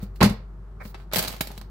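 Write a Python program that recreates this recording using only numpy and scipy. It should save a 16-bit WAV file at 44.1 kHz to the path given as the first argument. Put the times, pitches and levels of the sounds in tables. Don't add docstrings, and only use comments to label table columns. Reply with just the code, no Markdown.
import sys
import numpy as np
from scipy import signal
from scipy.fft import rfft, irfft
from scipy.io import wavfile

SR = 44100
rng = np.random.default_rng(int(sys.argv[2]) if len(sys.argv) > 2 else 0)


def unload_audio(sound):
    columns = np.transpose(np.atleast_2d(sound))
    steps = np.round(np.clip(columns, -1, 1) * 32767)
    wavfile.write(sys.argv[1], SR, steps.astype(np.int16))


N = 74970
BASS_EDGE_HZ = 794


def amp(db):
    return 10 ** (np.asarray(db) / 20)


def unit(x):
    return x / np.sqrt(np.sum(x ** 2) / len(np.atleast_2d(x)) + 1e-20)


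def value_at(points, hz):
    row_hz, value = np.transpose(points)
    return np.interp(np.log(hz + 1), np.log(row_hz + 1), value)


def level(points):
    return amp(np.interp(np.arange(N) / SR, *np.transpose(points), left=-np.inf, right=-np.inf))


def add(mix, start_s, sound):
    at = round(start_s * SR)
    sound = sound[..., max(-at, 0):]
    part = mix[:, max(at, 0):][:, :sound.shape[-1]]
    part += sound[..., :part.shape[1]]


def colour(x, tone, tilt_db=0, size=2048):
    hz = abs(np.fft.fftfreq(size, 1 / SR))
    octaves = np.log2(np.maximum(hz, BASS_EDGE_HZ) / SR)
    log_gain = np.log(amp(value_at(tone, hz) + tilt_db * octaves))
    response = np.exp(np.conj(signal.hilbert(log_gain)))
    taps = np.fft.ifft(response).real[:size // 2]
    return signal.fftconvolve(x, unit(taps)[None], axes=1)[:, :x.shape[1]]


def noise(count, treble_likeness=0.12):
    left, other = rfft(rng.standard_normal((2, count)))
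    hz = np.fft.rfftfreq(count, 1 / SR)
    likeness = np.clip(treble_likeness + (1 - treble_likeness) / (1 + (hz / BASS_EDGE_HZ) ** 2), 0, 1)
    right = likeness * left + np.sqrt(1 - likeness ** 2) * other
    return irfft(np.array([left, right]), count)


def panned(x, pan_db):
    return x * amp([[pan_db / 2], [-pan_db / 2]])


def grains(per_s, spread_db):
    strength = amp(spread_db * np.minimum(rng.exponential(1, N), 3))
    impacts = noise(N) * strength * (rng.random(N) < per_s / SR)
    return unit(impacts) * np.sqrt(N)


# frequency in Hz, relative level in dB.
AIR_TONE = [(20, -22), (70, -9), (105, -6), (195, -10), (275, -27.5), (380, -16), (520, -27.5), (1290, -28),
            (2500, -47.5), (5000, -53), (16000, -62.5)]
# frequency in Hz, level in dB.
HUM_NOTES = [(48.7, -38), (97, -59), (145.5, -66.5)]
# time in seconds, boost in dB.
HUM_BOOST = [(0, 4), (.4, 2.5), (.7, 0), (1.7, 0)]

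def background(air_db=-48):
    t = np.arange(N) / SR
    hum = sum(amp(db) * np.sqrt(2) * np.sin(2 * np.pi * (hz * t + rng.random())) for hz, db in HUM_NOTES)
    air = amp(air_db) * colour(noise(N), AIR_TONE)
    return panned(hum * level(HUM_BOOST) + air, pan_db=1.0)


# frequency in Hz, seconds to fade by 60 dB.
ECHO_FADE = [(200, 0.4), (530, 0.29), (1400, 0.3225), (4200, 0.28), (9700, 0.1562), (16000, 0.22)]
# frequency in Hz, relative level in dB.
ECHO_TONE = [(100, -21.5), (215, -19.5), (300, -8.5), (480, -0.5), (1500, -4), (3200, -3.5), (4500, -.5),
             (7000, -1), (15000, -0.5)]

def room_echo(x, early_db=-7, early_fade_s=0.036, tail_db=-8.5, count=24000):
    hz, frame_s, spectrum = signal.stft(noise(count), SR, nperseg=256)
    fade = amp(-60 * frame_s / value_at(ECHO_FADE, hz)[:, None])
    tail = signal.istft(spectrum * fade, SR, nperseg=256)[1][:, :count]
    t = np.arange(count) / SR
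    early = noise(count) * amp(-60 * t / early_fade_s) * (t > .003)
    echo = amp(tail_db) * unit(tail * np.minimum(t / 0.006, 1)) + amp(early_db) * unit(early)
    return signal.fftconvolve(x, colour(echo, ECHO_TONE), axes=1)[:, :N]


# time in seconds, level in dB.
GRIP_LEVEL = [(.793, -79.5), (.8, -48), (.81, -46), (.815, -38), (.83, -46.5), (.84, -80), (.87, -75)]
# start in seconds, length in seconds, level in dB, brightness in dB per octave.
STICK_SLIDES = [(-.04, 0.12, -53, -4.5), (0.011, 0.044, -49, 3), (0.135, 0.079, -62, 2),
                (0.815, 0.11, -48, 3), (0.937, 0.12, -57.5, -3.5)]
# frequency in Hz, relative level in dB.
GRIP_TONE = [(100, -5), (350, -8), (550, 2.5), (1700, -0.5), (2350, 1), (2800, -28.5), (4700, -20.5),
             (6500, -32), (16000, -36.5)]
SLIDE_TONE = [(100, 9.5), (500, 6.5), (1500, 8), (3200, 3.5), (4500, 8), (6000, 0), (13000, -1.5),
              (16000, 8)]

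def hand_rubbing():
    out = colour(grains(per_s=3400, spread_db=4) * level(GRIP_LEVEL), GRIP_TONE)
    for start_s, length_s, db, tilt_db in STICK_SLIDES:
        swell = np.sin(np.pi * np.arange(0, 1, 1 / (length_s * SR)))
        rub = colour(grains(per_s=3200, spread_db=-4.5), SLIDE_TONE, tilt_db)
        add(out, start_s, amp(db) * swell * rub[:, :len(swell)])
    return panned(out, pan_db=-5.0)


# frequency in Hz, level in dB, seconds to fade by 60 dB.
TABLE_NOTES = [(62, -22, 0.12), (118.7, -14.5, 0.28), (176, -19, 0.092), (211.2, 5, 0.085),
               (258, -11.5, .08), (345.6, -16.5, 0.041), (404.4, -11.5, .09), (523, -9, 0.11),
               (606, -10.5, 0.13), (770, -13, 0.038), (950, -4.5, 0.02), (1027, -7, .06)]
# start in seconds, level in dB, contact time in milliseconds,
# pitch multiplier (the pitch shifts as the load on the table changes).
TABLE_BLOWS = [(0.0286, -24, 2.45, 0.93), (0.2136, -13, 1, 0.9), (0.2225, -14, 1.15, 0.83),
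               (0.236, -9, 0.91, 1), (0.2517, -19.5, 1.1, 1), (.2600, -9.5, 1.9, .99),
               (0.307, -15.5, 3.3, 0.977), (0.8531, -36, 0.95, 0.99), (1.161, -29, 0.77, 1),
               (1.182, -27.5, 0.72, 0.85), (1.2835, -36, 2.4, 0.92), (1.4083, -35, 0.65, 0.75),
               (1.504, -43, 0.6, 0.67), (1.579, -47, 0.49, 0.95)]

def table_thuds(count=12000):
    out = np.zeros((2, N))
    t = np.arange(count) / SR
    for start_s, db, contact_ms, pitch in TABLE_BLOWS:
        ring = sum(amp(note_db - 60 * t / fade_s) * np.sin(2 * np.pi * hz * pitch * t)
                   for hz, note_db, fade_s in TABLE_NOTES)
        push = t * np.exp(-4 * t * 1000 / contact_ms)
        thud = amp(db) * signal.fftconvolve(ring, push / push.sum())[:count]
        add(out, start_s, panned(thud, pan_db=1.7))
    return out


# frequency in Hz, relative level in dB, seconds to fade by 60 dB.
STICK_NOTES = [(570, -4.5, 0.017), (1250, -1.5, 0.035), (1640, 3, 0.02), (2180, 6.5, 0.025),
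               (2980, -6, 0.0058), (4610, 1.5, 0.027), (4960, -0.5, .02), (8050, 2.5, 0.022),
               (11980, 18.5, 0.025), (14660, -6.5, .01)]

def stick_hit(tone, tilt_db, chatter_fade_s, ring_db, count=4096):
    crack_db, crack_fade_s, rise_s = 5.5, 0.0017, 0.0011
    t = np.arange(count) / SR
    contact = noise(count) * (amp(-60 * t / chatter_fade_s) + amp(crack_db - 60 * t / crack_fade_s))
    pitches = 1 + 0.049 * rng.uniform(-1.24, 1, len(STICK_NOTES))
    phases = 2 * np.pi * rng.random((len(STICK_NOTES), 2, 1))
    ring = sum(amp(db - 60 * t / fade_s) * np.sin(2 * np.pi * hz * pitch * t + phase)
               for (hz, db, fade_s), pitch, phase in zip(STICK_NOTES, pitches, phases))
    hit = (unit(contact) + amp(ring_db) * unit(ring)) * np.minimum(t / rise_s, 1)
    return unit(colour(hit, tone, tilt_db))


# start in seconds, level in dB, brightness in dB per octave, lean to the left in dB.
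BUNDLE_KNOCKS = [(.028, -25, 11.5, 1.5), (0.158, -28.5, 8, -4.5), (0.205, 1.5, -2, -6), (0.2101, 5, 2, -6),
                 (0.2133, 11, -3.7, 0.5), (.2172, 9.5, -7.5, -4.5), (.2255, 12, -2.5, -6.5),
                 (0.2282, 8.5, 7, -4.5), (.235, -1.5, -4, 2.5), (.242, 4, 4, -6), (.249, 0, 5, -1.5),
                 (.258, -3.5, 5, 3), (0.271, -15, -2.5, -8), (0.296, -11.5, 6.5, -4), (0.322, -26, 16, 6),
                 (.852, -20.5, 2.5, 0), (0.9435, -13.5, 0, 1), (.950, -21, -1, -8), (0.9984, -25.5, 0, -6),
                 (1.114, -14.5, -0.5, 1), (1.124, -11, 4, -2.5)]
# frequency in Hz, relative level in dB.
KNOCK_TONE = [(40, 8), (130, -13), (240, -3.5), (400, 1.5), (600, -1), (1000, -2.5), (1400, -2),
              (2200, -5.5), (3200, -11), (4500, -13), (6000, -22), (9500, -29), (12000, -32),
              (16000, -40.5)]

def bundled_sticks():
    out = np.zeros((2, N))
    for start_s, db, tilt_db, pan_db in BUNDLE_KNOCKS:
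        knock = stick_hit(KNOCK_TONE, tilt_db, chatter_fade_s=0.048, ring_db=-14)
        add(out, start_s, amp(db) * panned(knock, pan_db))
    return out


# start in seconds, level in dB, brightness in dB per octave, lean to the left in dB.
FALL_CLACKS = [(1.134, 3.5, -0.5, 1.5), (1.137, -6, -1.5, -5), (1.145, -7, 0, -20.5),
               (1.1586, 6.5, 0.2, -1.5), (1.161, -7.5, -4, -11), (1.1677, -2.5, 1, 19), (1.175, -5, -4, 10),
               (1.184, 4, 2, -5), (1.191, 4.5, 1.5, -2), (1.200, -7, -1.5, -5), (1.2255, -1, 2.5, -2.5),
               (1.230, -22, 9, 2), (1.238, -6.5, -1.7, -9), (1.248, -6, -2.5, -2), (1.2755, -6, 0, -2),
               (1.2801, -3, 1, -2), (1.3015, -21.5, -1.5, -18.5), (1.316, -19.5, 1, -13),
               (1.3261, -14, -0.5, 5), (1.338, -16, -6, -9), (1.343, -20.5, 0.5, -1),
               (1.364, -19.5, -1.5, 5), (1.4074, 1, -2.2, -2.5), (1.4096, 2, 2.5, -6.5),
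               (1.4142, -11, 4, 2), (1.438, -38, 4, -6), (1.4715, -11, 0.5, -1), (1.484, -32, 4, -5),
               (1.503, -14.5, -11, 2), (1.515, -20, -1, -8), (1.577, -14, 0, -0.5), (1.6129, -18, -2.5, -5)]
# frequency in Hz, relative level in dB.
CLACK_TONE = [(40, -11), (170, 6.5), (380, -0.5), (620, 5.5), (950, 0), (1250, -1), (3200, 0), (4500, 0.5),
              (6200, -5), (9500, -5.5), (12500, -7.5), (16000, -3)]
# time in seconds, level in dB.
JOSTLE_LEVEL = [(1.11, -73), (1.145, -37.5), (1.2, -30), (1.25, -36.5), (1.3, -41), (1.38, -51),
                (1.44, -53), (1.51, -51.5), (1.56, -53), (1.63, -70), (1.68, -93)]

def falling_sticks():
    out = np.zeros((2, N))
    for start_s, db, tilt_db, pan_db in FALL_CLACKS:
        clack = stick_hit(CLACK_TONE, tilt_db, chatter_fade_s=0.026, ring_db=-7.5)
        add(out, start_s, amp(db) * panned(clack, pan_db))
    jostles = grains(per_s=1600, spread_db=2.5) * level(JOSTLE_LEVEL)
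    return out + panned(colour(jostles, CLACK_TONE, tilt_db=-2.0), pan_db=-0.5)


def scene():
    near = table_thuds() + bundled_sticks() + falling_sticks() + hand_rubbing()
    return near + room_echo(near) + background()


def record(dry, ceiling=0.95, low_cut_hz=47, high_cut_hz=15850):
    squashed = ceiling * np.tanh(dry / ceiling)
    trimmed = signal.lfilter(*signal.butter(2, low_cut_hz, "high", fs=SR), squashed)
    treble_cut = signal.firwin(301, high_cut_hz, window=("kaiser", 9), fs=SR)
    return signal.oaconvolve(trimmed, treble_cut[None], "same")


dry = scene()
out = record(dry)
unload_audio(out)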